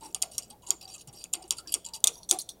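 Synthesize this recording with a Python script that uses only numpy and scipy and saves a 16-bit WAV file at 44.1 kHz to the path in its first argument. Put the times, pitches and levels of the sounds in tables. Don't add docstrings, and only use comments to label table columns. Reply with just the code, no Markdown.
import sys
import numpy as np
from scipy import signal
from scipy.fft import rfft, irfft, next_fast_len
from scipy.io import wavfile
from scipy.ndimage import uniform_filter1d, map_coordinates

SR = 44100
rng = np.random.default_rng(int(sys.argv[2]) if len(sys.argv) > 2 else 0)


def magnitude_from_level(level_db):
    exponent = np.asarray(level_db, float) / 20
    return 10 ** exponent


def waveform_to_disk(signal):
    frames = np.transpose(np.atleast_2d(signal))
    scaled = np.clip(frames, -1, 1) * 32767
    samples = np.round(scaled).astype(np.int16)
    wavfile.write(sys.argv[1], SR, samples)


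N = 114660
T = np.arange(SR // 5) / SR
LIFT_S = 2.0

# (frequency [Hz], density [dB per Hz])
AIR_SPECTRUM = [(20, -5.5), (45, 2.5), (700, -3), (1100, -16), (1900, -24), (4600, -24), (12000, -21.5),
                (15700, -20.5)]
# (frequency [Hz], level [dB])
MAINS_LINES = [(59, -75), (120, -78.5), (177, -77.5)]
# (time [s], peak level [dB], strongest pitch [Hz], contact [s])
SLIDING_TOUCHES = [(0.009, -40.5, 8340, 0.02), (0.031, -32, 6200, 0.078), (0.313, -32.5, 5700, 0.064),
                   (0.397, -39, 2600, 0.063), (0.422, -31, 4930, 0.011), (0.481, -53, 7800, 0.0048),
                   (0.497, -34.5, 4480, 0.024), (0.62, -43, 2910, 0.048), (0.664, -31, 5350, 0.044),
                   (0.811, -32.5, 5200, 0.025), (0.827, -36, 4700, 0.028), (0.875, -33.5, 5600, 0.027),
                   (0.899, -33.5, 4700, 0.052), (.936, -25.5, 7780, 0.019), (0.978, -35.5, 6400, 0.022),
                   (1.007, -30.5, 7040, 0.0039), (1.0719, -34, 5800, 0.014), (1.126, -39, 8000, 0.066),
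                   (1.145, -35, 5700, 0.081), (1.19, -33, 4700, 0.07), (1.329, -22, 6900, 0.0038),
                   (1.421, -33, 5400, 0.0049), (1.438, -39.5, 5560, 0.023), (1.479, -41, 10200, 0.017),
                   (1.521, -24, 9400, 0.0032), (1.567, -32.5, 10300, 0.032), (1.582, -26.5, 5300, 0.0091),
                   (1.671, -27.5, 4700, 0.035), (1.688, -34.5, 5080, 0.099), (1.721, -18.5, 11600, 0.0028),
                 (1.844, -34, 3260, 0.0029), (1.851, -30, 7160, 0.0051), (1.8618, -26.5, 7250, 0.0023),
                 (1.885, -34.5, 8050, 0.0069), (1.934, -24.5, 4800, 0.03), (2.003, -51, 9700, 0.0043),
                 (2.122, -33, 5600, 0.13), (2.053, -34.5, 6820, 0.0053), (2.23, -34.5, 4440, 0.0091),
                 (2.2894, -15.5, 7680, 0.045), (2.326, -25.5, 9520, 0.022), (2.3863, -20.5, 9780, 0.017),
                 (2.409, -28.5, 7260, 0.013), (2.435, -47.5, 5700, 0.066), (2.499, -40.5, 5760, 0.031),
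                 (2.489, -21, 3500, 0.0081)]
# (frequency [Hz], width [Hz], level [dB])
RUBBED_DEEP = [(2570, 68, -0.5), (2900, 71, 3), (3264, 136, -2.5), (3903, 360, -6), (4700, 128, 2),
               (5600, 69, 0.5), (6680, 440, -2.5), (7626, 270, -1.5), (8384, 340, 0), (9410, 1400, -2),
               (10150, 570, -16), (11460, 300, -9.5), (12700, 6400, -21.5)]
# (frequency [Hz], width [Hz], level [dB])
RUBBED_RAISED = [(3440, 54, 1), (4297, 530, 2.5), (5750, 53, 11), (6515, 470, 5), (6900, 470, -9),
                 (8000, 810, -1), (8830, 550, 1.5), (9700, 840, 2.5), (10740, 2200, -1.5),
                 (15700, 3000, -17.5)]
# (frequency [Hz], width [Hz], level [dB])
RACK_BODY = [(392, 127, 2.5), (800, 290, 2), (1166, 99, 3.5), (1396, 45, 0), (2224, 710, -8)]
# (time of peak [s], peak level [dB], strongest pitch [Hz])
LIGHT_TICKS = [(0.009, -45.5, 8000), (0.0176, -54, 7700), (0.1121, -55, 7000), (0.127, -44.5, 7300),
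               (0.1634, -32.5, 9400), (0.3195, -37.5, 8040), (0.3521, -44, 5600), (0.388, -40, 6560),
               (0.3978, -37, 8940), (0.4239, -40.5, 4800), (0.433, -36.5, 6940), (0.4815, -53, 8100),
               (0.6518, -54, 8000), (0.8109, -44, 5030), (0.8287, -41, 5150), (0.8456, -45, 8000),
               (0.877, -43, 5600), (0.8897, -40, 5470), (0.901, -35, 5600), (0.9317, -41, 7260),
               (0.9394, -40, 7170), (0.9808, -41, 7300), (1.0113, -44.5, 7200), (1.075, -38, 9200),
               (1.1298, -48, 9800), (1.175, -40, 5670), (1.214, -40, 4700), (1.217, -41, 4700),
               (1.234, -49, 4700), (1.2566, -45, 2600), (1.343, -29, 9100), (1.3542, -26.5, 8750),
               (1.4234, -51, 4800), (1.4283, -41, 5480), (1.4414, -43, 4700), (1.4795, -41, 9160),
               (1.5244, -24.5, 9200), (1.5699, -40, 9900), (1.5858, -32, 4700), (1.6747, -30.5, 5600),
               (1.6943, -35, 4800), (1.7228, -23, 10830), (1.7472, -22.5, 8000), (1.7572, -30.5, 8530),
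               (1.8517, -27, 7400), (1.8634, -24.5, 7070), (1.888, -38, 7430), (1.937, -29, 4800),
               (1.964, -34, 7100), (2.0044, -42, 9750), (2.0825, -20, 5830), (2.1562, -39.5, 4700),
               (2.233, -35.5, 4470), (2.291, -26, 8400), (2.2968, -20, 8100), (2.3274, -17.5, 8940),
               (2.389, -19.5, 10550), (2.409, -31.5, 7000), (2.4195, -29, 10030), (2.4922, -27, 3500)]
# (time [s], frequency [Hz], level [dB], length [s])
RACK_SHAKES = [(0.012, 889, -47, 0.048), (0.016, 323, -55.5, 0.079), (0.144, 1194, -58, 0.016),
               (.15, 800, -52.5, 0.012), (0.214, 725, -43.5, 0.029), (0.26, 628, -56.5, 0.037),
               (0.33, 109, -60.5, 0.027), (0.44, 231, -65, 0.094), (0.498, 845, -58, 0.049),
               (0.625, 967, -58.5, 0.11), (0.678, 353, -52, 0.068), (0.698, 1170, -54.5, 0.03),
               (0.68, 773, -52, 0.03), (0.81, 771, -58, 0.097), (0.943, 1180, -57, 0.0078),
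               (1.067, 128, -52.5, 0.031), (1.073, 800, -61.5, 0.068), (1.118, 349, -62, 0.054),
               (1.342, 338, -57.5, 0.058), (1.336, 758, -55, 0.11), (1.432, 345, -55.5, 0.023),
               (1.5, 950, -58, 0.05), (1.581, 1344, -52.5, 0.017), (1.63, 328, -60.5, 0.073),
               (1.65, 1640, -66, 0.025), (1.655, 1050, -64.5, 0.013), (1.749, 363, -44.5, 0.016),
               (1.857, 910, -58.5, 0.052), (1.928, 906, -53, 0.036), (2.083, 474, -51.5, 0.034),
               (2.148, 930, -64, 0.065), (2.314, 343, -40.5, 0.035), (2.311, 760, -41, 0.048)]
# (time [s], peak level [dB], rattle re knock [dB], extra level of the lowest glass mode [dB])
HARD_KNOCKS = [(0.1464, -6.5, -21.5, -3.5), (0.2194, -8.5, -25, -10), (0.2236, 0, -23, -2.5),
               (0.3806, -6.5, -19.5, -7.5), (0.7054, -1, -24.5, -3), (1.2402, -14.5, -27.5, -2),
               (1.336, -0.5, -22.5, -7.5), (1.5072, 1.5, -26, -3.5), (1.7403, 0.5, -23.5, -3.5),
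               (2.0409, 4.5, -26.5, -4.5), (2.072, -0.5, -33, -6.5), (2.0761, -1.5, -23, -2.6),
               (2.311, 6.5, -26, -2.4), (2.0428, -0.5, -30.5, 0)]
# (frequency [Hz], width [Hz], level [dB])
STRUCK_DEEP = [(3350, 520, -5), (4650, 350, -19), (5450, 300, -15), (7000, 520, 1), (8300, 600, -8),
               (9100, 430, 0), (10800, 400, -12), (11900, 500, -16), (14200, 700, -24)]
# (frequency [Hz], width [Hz], level [dB])
STRUCK_RAISED = [(3550, 367, 0), (4800, 115, -24.5), (6580, 970, 4), (7130, 375, -1), (8080, 630, 0.5),
                 (9190, 560, 0.5), (12930, 290, -13.5), (12670, 230, -39), (13300, 1000, -31.5)]
# (frequency [Hz], width [Hz], level [dB])
UPPER_PLATE = [(1280, 220, -3), (2040, 110, -4.1), (2600, 550, 1)]
# (frequency [Hz], decay by 60 dB [s])
ROOM_DECAY = [(300, 0.51), (3000, 0.34), (12000, 0.18)]

AIR_DB, AIR_TOP_HZ = -61, 15900
GRIT_DB, GRIT_RATE, PATCHY_DB = 2, 120, 5
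GRAINS_PER_S, GRAIN_DB, GRAIN_SPREAD_DB = 450, 11, 1.5
COLOUR_DB, FOCUS_HZ, LOW_CUT_HZ = 3, 250, 2100
TOUCH_DB, FOCUS_DB, LEAN_DB, BODY_DB = -13.5, 10.5, 0.5, -20
SLIDE_RISE_S, SLIDE_RISE_SHARE = 0.00065, 0.044
SLIDE_FADE_DB_PER_S, LET_GO_T60_S = 161, 0.068
MODE_SCATTER_DB, PITCH_SCATTER = 3.5, 0.012
TICK_RISE_S, TICK_WIDTH_HZ, TICK_SIDE_DB, TICK_LEAN_DB = 0.0012, 290, -8.5, 12.5
SHAKE_RISE_S, SHAKE_FALL_S, PANEL_WIDTH_HZ, BROAD_SHARE = 0.0046, 0.12, 92, 0.61
RING_RISE_S, RATTLE_T60_S = 0.0011, 0.053
KNOCK_CUT_HZ = 2870
THUD_DB, THUD_FOLLOWS, THUD_T60_S = -40.5, 0.86, 0.096
CLACK_DB, CLACK_T60_S = -41.5, 0.11
ROOM_DB = -22
PEAK_TOP = 1.15


def unit(x):
    return x / np.sqrt(np.mean(x ** 2) + 1e-20)


def along(points, hz):
    f, v = np.transpose(points)
    return np.interp(np.log(hz + 1), np.log(f + 1), v)


def filtered(x, response):
    m = next_fast_len(len(x) + 4096)
    return irfft(rfft(x, m) * response(np.fft.rfftfreq(m, 1 / SR)), m)[:len(x)]


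def resonances(peaks):
    def response(f):
        total = 0
        for k, (centre, width, db) in enumerate(peaks):
            damping = 1j * f * width
            total = total + (-1) ** k * magnitude_from_level(db) * damping / (centre * centre - f * f + damping)
        return total
    return response


def wobble(rate, size):
    return map_coordinates(rng.standard_normal(size), [np.arange(size) * rate / SR])


def add(out, s, x):
    part = out[round(s * SR):][:len(x)]
    part += x[:len(part)]


def background():
    t = np.arange(N) / SR
    noise = filtered(rng.standard_normal(N), lambda f: magnitude_from_level(along(AIR_SPECTRUM, f)) * (f < AIR_TOP_HZ))
    out = unit(noise) * magnitude_from_level(AIR_DB + 1.3 * wobble(5.5, N))
    for hz, db in MAINS_LINES:
        out += magnitude_from_level(db + 8.0 + 0.55 * wobble(11.0, N)) * np.sin(2 * np.pi * hz * t)
    return out


def grit():
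    z = signal.stft(rng.standard_normal(len(T)), nperseg=128)[2]
    field = uniform_filter1d(rng.standard_normal(z.shape), size=4, axis=0)
    field = uniform_filter1d(field, size=6, axis=1)
    hiss = signal.istft(z * magnitude_from_level(PATCHY_DB * unit(field)), nperseg=128)[1][:len(T)]
    struck = rng.random(len(T)) < GRAINS_PER_S / SR
    grains = struck * magnitude_from_level(GRAIN_DB + GRAIN_SPREAD_DB * rng.exponential(size=len(T)))
    return unit((unit(hiss) + grains) * magnitude_from_level(GRIT_DB * wobble(GRIT_RATE, len(T))))


def rubbing(s, envelope, focus_hz, focus_db, lean_db):
    glass = RUBBED_RAISED if s > LIFT_S else RUBBED_DEEP
    scatter = rng.standard_normal(len(RUBBED_DEEP))
    wall = [(c, w, db + COLOUR_DB * r) for (c, w, db), r in zip(glass, scatter)]
    f = np.fft.rfftfreq(2 * len(T), 1 / SR)
    focus = focus_db / (1 + ((f - focus_hz) / FOCUS_HZ) ** 2)
    lean = lean_db * abs(np.log2((f + 1) / focus_hz))
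    low_cut = 1 + (LOW_CUT_HZ / (f + 1)) ** 6
    shape = resonances(wall)(f) * magnitude_from_level(focus - lean) / low_cut * (f < AIR_TOP_HZ)
    shape = shape / np.sqrt(np.mean(abs(shape) ** 2))
    return irfft(rfft(grit() * envelope, 2 * len(T)) * shape)[:len(T)]


def body(envelope):
    murmur = unit(filtered(rng.standard_normal(len(T)), resonances(RACK_BODY)))
    return murmur * envelope * (1 - np.exp(-T / 0.0088))


def touches():
    out = np.zeros(N)
    for s, db, hz, hold in SLIDING_TOUCHES:
        slide = magnitude_from_level(-SLIDE_FADE_DB_PER_S * T - 60 * np.maximum(T - hold, 0) / LET_GO_T60_S)
        settling = 1 - np.exp(-T / (SLIDE_RISE_S + SLIDE_RISE_SHARE * hold))
        glass = rubbing(s, slide * settling, hz, FOCUS_DB, LEAN_DB)
        murmur = magnitude_from_level(BODY_DB - 0.13 * (db + 48.5)) * body(slide)
        add(out, s, magnitude_from_level(db + TOUCH_DB) * (glass + murmur))
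    return out


def ticks():
    out = np.zeros(N)
    scatter = rng.standard_normal((len(LIGHT_TICKS), 2, len(RUBBED_DEEP)))
    for (s, db, hz), r in zip(LIGHT_TICKS, scatter):
        modes = [(hz, TICK_WIDTH_HZ, 0)]
        for c, w, level in (RUBBED_RAISED if s > LIFT_S else RUBBED_DEEP)[:-1]:
            side_db = level + TICK_SIDE_DB - TICK_LEAN_DB * abs(np.log2(c / hz))
            modes.append((c, max(w, TICK_WIDTH_HZ), side_db))
        ring = np.zeros(len(T))
        for (c, w, level), a, phase in zip(modes, *r):
            gain = magnitude_from_level(level + MODE_SCATTER_DB * a * (c != hz))
            ring += gain * np.exp(-np.pi * w * T) * np.sin(2 * np.pi * c * T + phase)
        ring *= (1 - np.exp(-T / TICK_RISE_S)) ** 2
        peak = abs(ring).argmax()
        add(out, s - peak / SR, magnitude_from_level(db) * ring / abs(ring).max())
    return out


def rack():
    out = np.zeros(N)
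    for s, hz, db, length in RACK_SHAKES:
        shape = (1 - np.exp(-T / SHAKE_RISE_S)) * magnitude_from_level(-60 * np.maximum(T - length, 0) / SHAKE_FALL_S)
        mode = resonances([(hz, PANEL_WIDTH_HZ * (hz / 800) ** 0.4, 0)])
        panel = unit(filtered(rng.standard_normal(len(T)), lambda f: mode(f) ** 2))
        add(out, s, magnitude_from_level(db) * shape * (panel + BROAD_SHARE * body(0.46)))
    return out


def knocks():
    out = np.zeros(N)
    for s, db, rattle_db, low_db in HARD_KNOCKS:
        modes = STRUCK_RAISED if s > LIFT_S else STRUCK_DEEP
        ring = np.zeros(len(T))
        for (hz, w, level), a, b in zip(modes, *rng.standard_normal((2, len(modes)))):
            gain = magnitude_from_level(level + MODE_SCATTER_DB * a + low_db * (hz == modes[0][0]))
            pitch = hz * (1 + PITCH_SCATTER * b)
            ring += gain * np.exp(-np.pi * w * T) * np.sin(2 * np.pi * pitch * T)
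        ring *= 1 - np.exp(-T / RING_RISE_S)
        ring = filtered(ring, lambda f: (f * f / (KNOCK_CUT_HZ ** 2 - f * f + 1j * f * KNOCK_CUT_HZ)) ** 2)
        thud = magnitude_from_level(THUD_DB + THUD_FOLLOWS * db) * body(magnitude_from_level(-60 * T / THUD_T60_S))
        rattle = rubbing(s, magnitude_from_level(rattle_db - 60 * T / RATTLE_T60_S), 8000, 0, 1.57)
        add(out, s, magnitude_from_level(db) * (ring + rattle) + thud)
    return out


def clacks():
    out = np.zeros(N)
    for s, db, *_ in HARD_KNOCKS:
        envelope = magnitude_from_level(db + CLACK_DB - 60 * T / CLACK_T60_S) * (1 - np.exp(-T / 0.0074))
        add(out, s, envelope * unit(filtered(grit(), resonances(UPPER_PLATE))))
    return out


def room(x):
    hz, t, z = signal.stft(rng.standard_normal(SR // 2), SR, nperseg=256)
    decay = magnitude_from_level(-60 * t / along(ROOM_DECAY, hz)[:, None])
    tail = signal.istft(z * decay, SR, nperseg=256)[1]
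    delayed = np.pad(x, (300, 0))
    return signal.fftconvolve(delayed, tail / np.linalg.norm(tail))[:N]


def scene():
    near = knocks() + touches() + rack() + ticks() + clacks()
    return (near + magnitude_from_level(ROOM_DB) * room(near) + background())[None]


def band_limit(x):
    return signal.sosfilt(signal.butter(12, 16800, fs=SR, output="sos"), x)


def record(dry):
    soft = dry / (1 + np.abs(dry / PEAK_TOP) ** 3) ** (1 / 3)
    finished = filtered(soft[0], lambda f: f < 16800)[None]
    return band_limit(finished)


dry = scene()
out = record(dry)
waveform_to_disk(out)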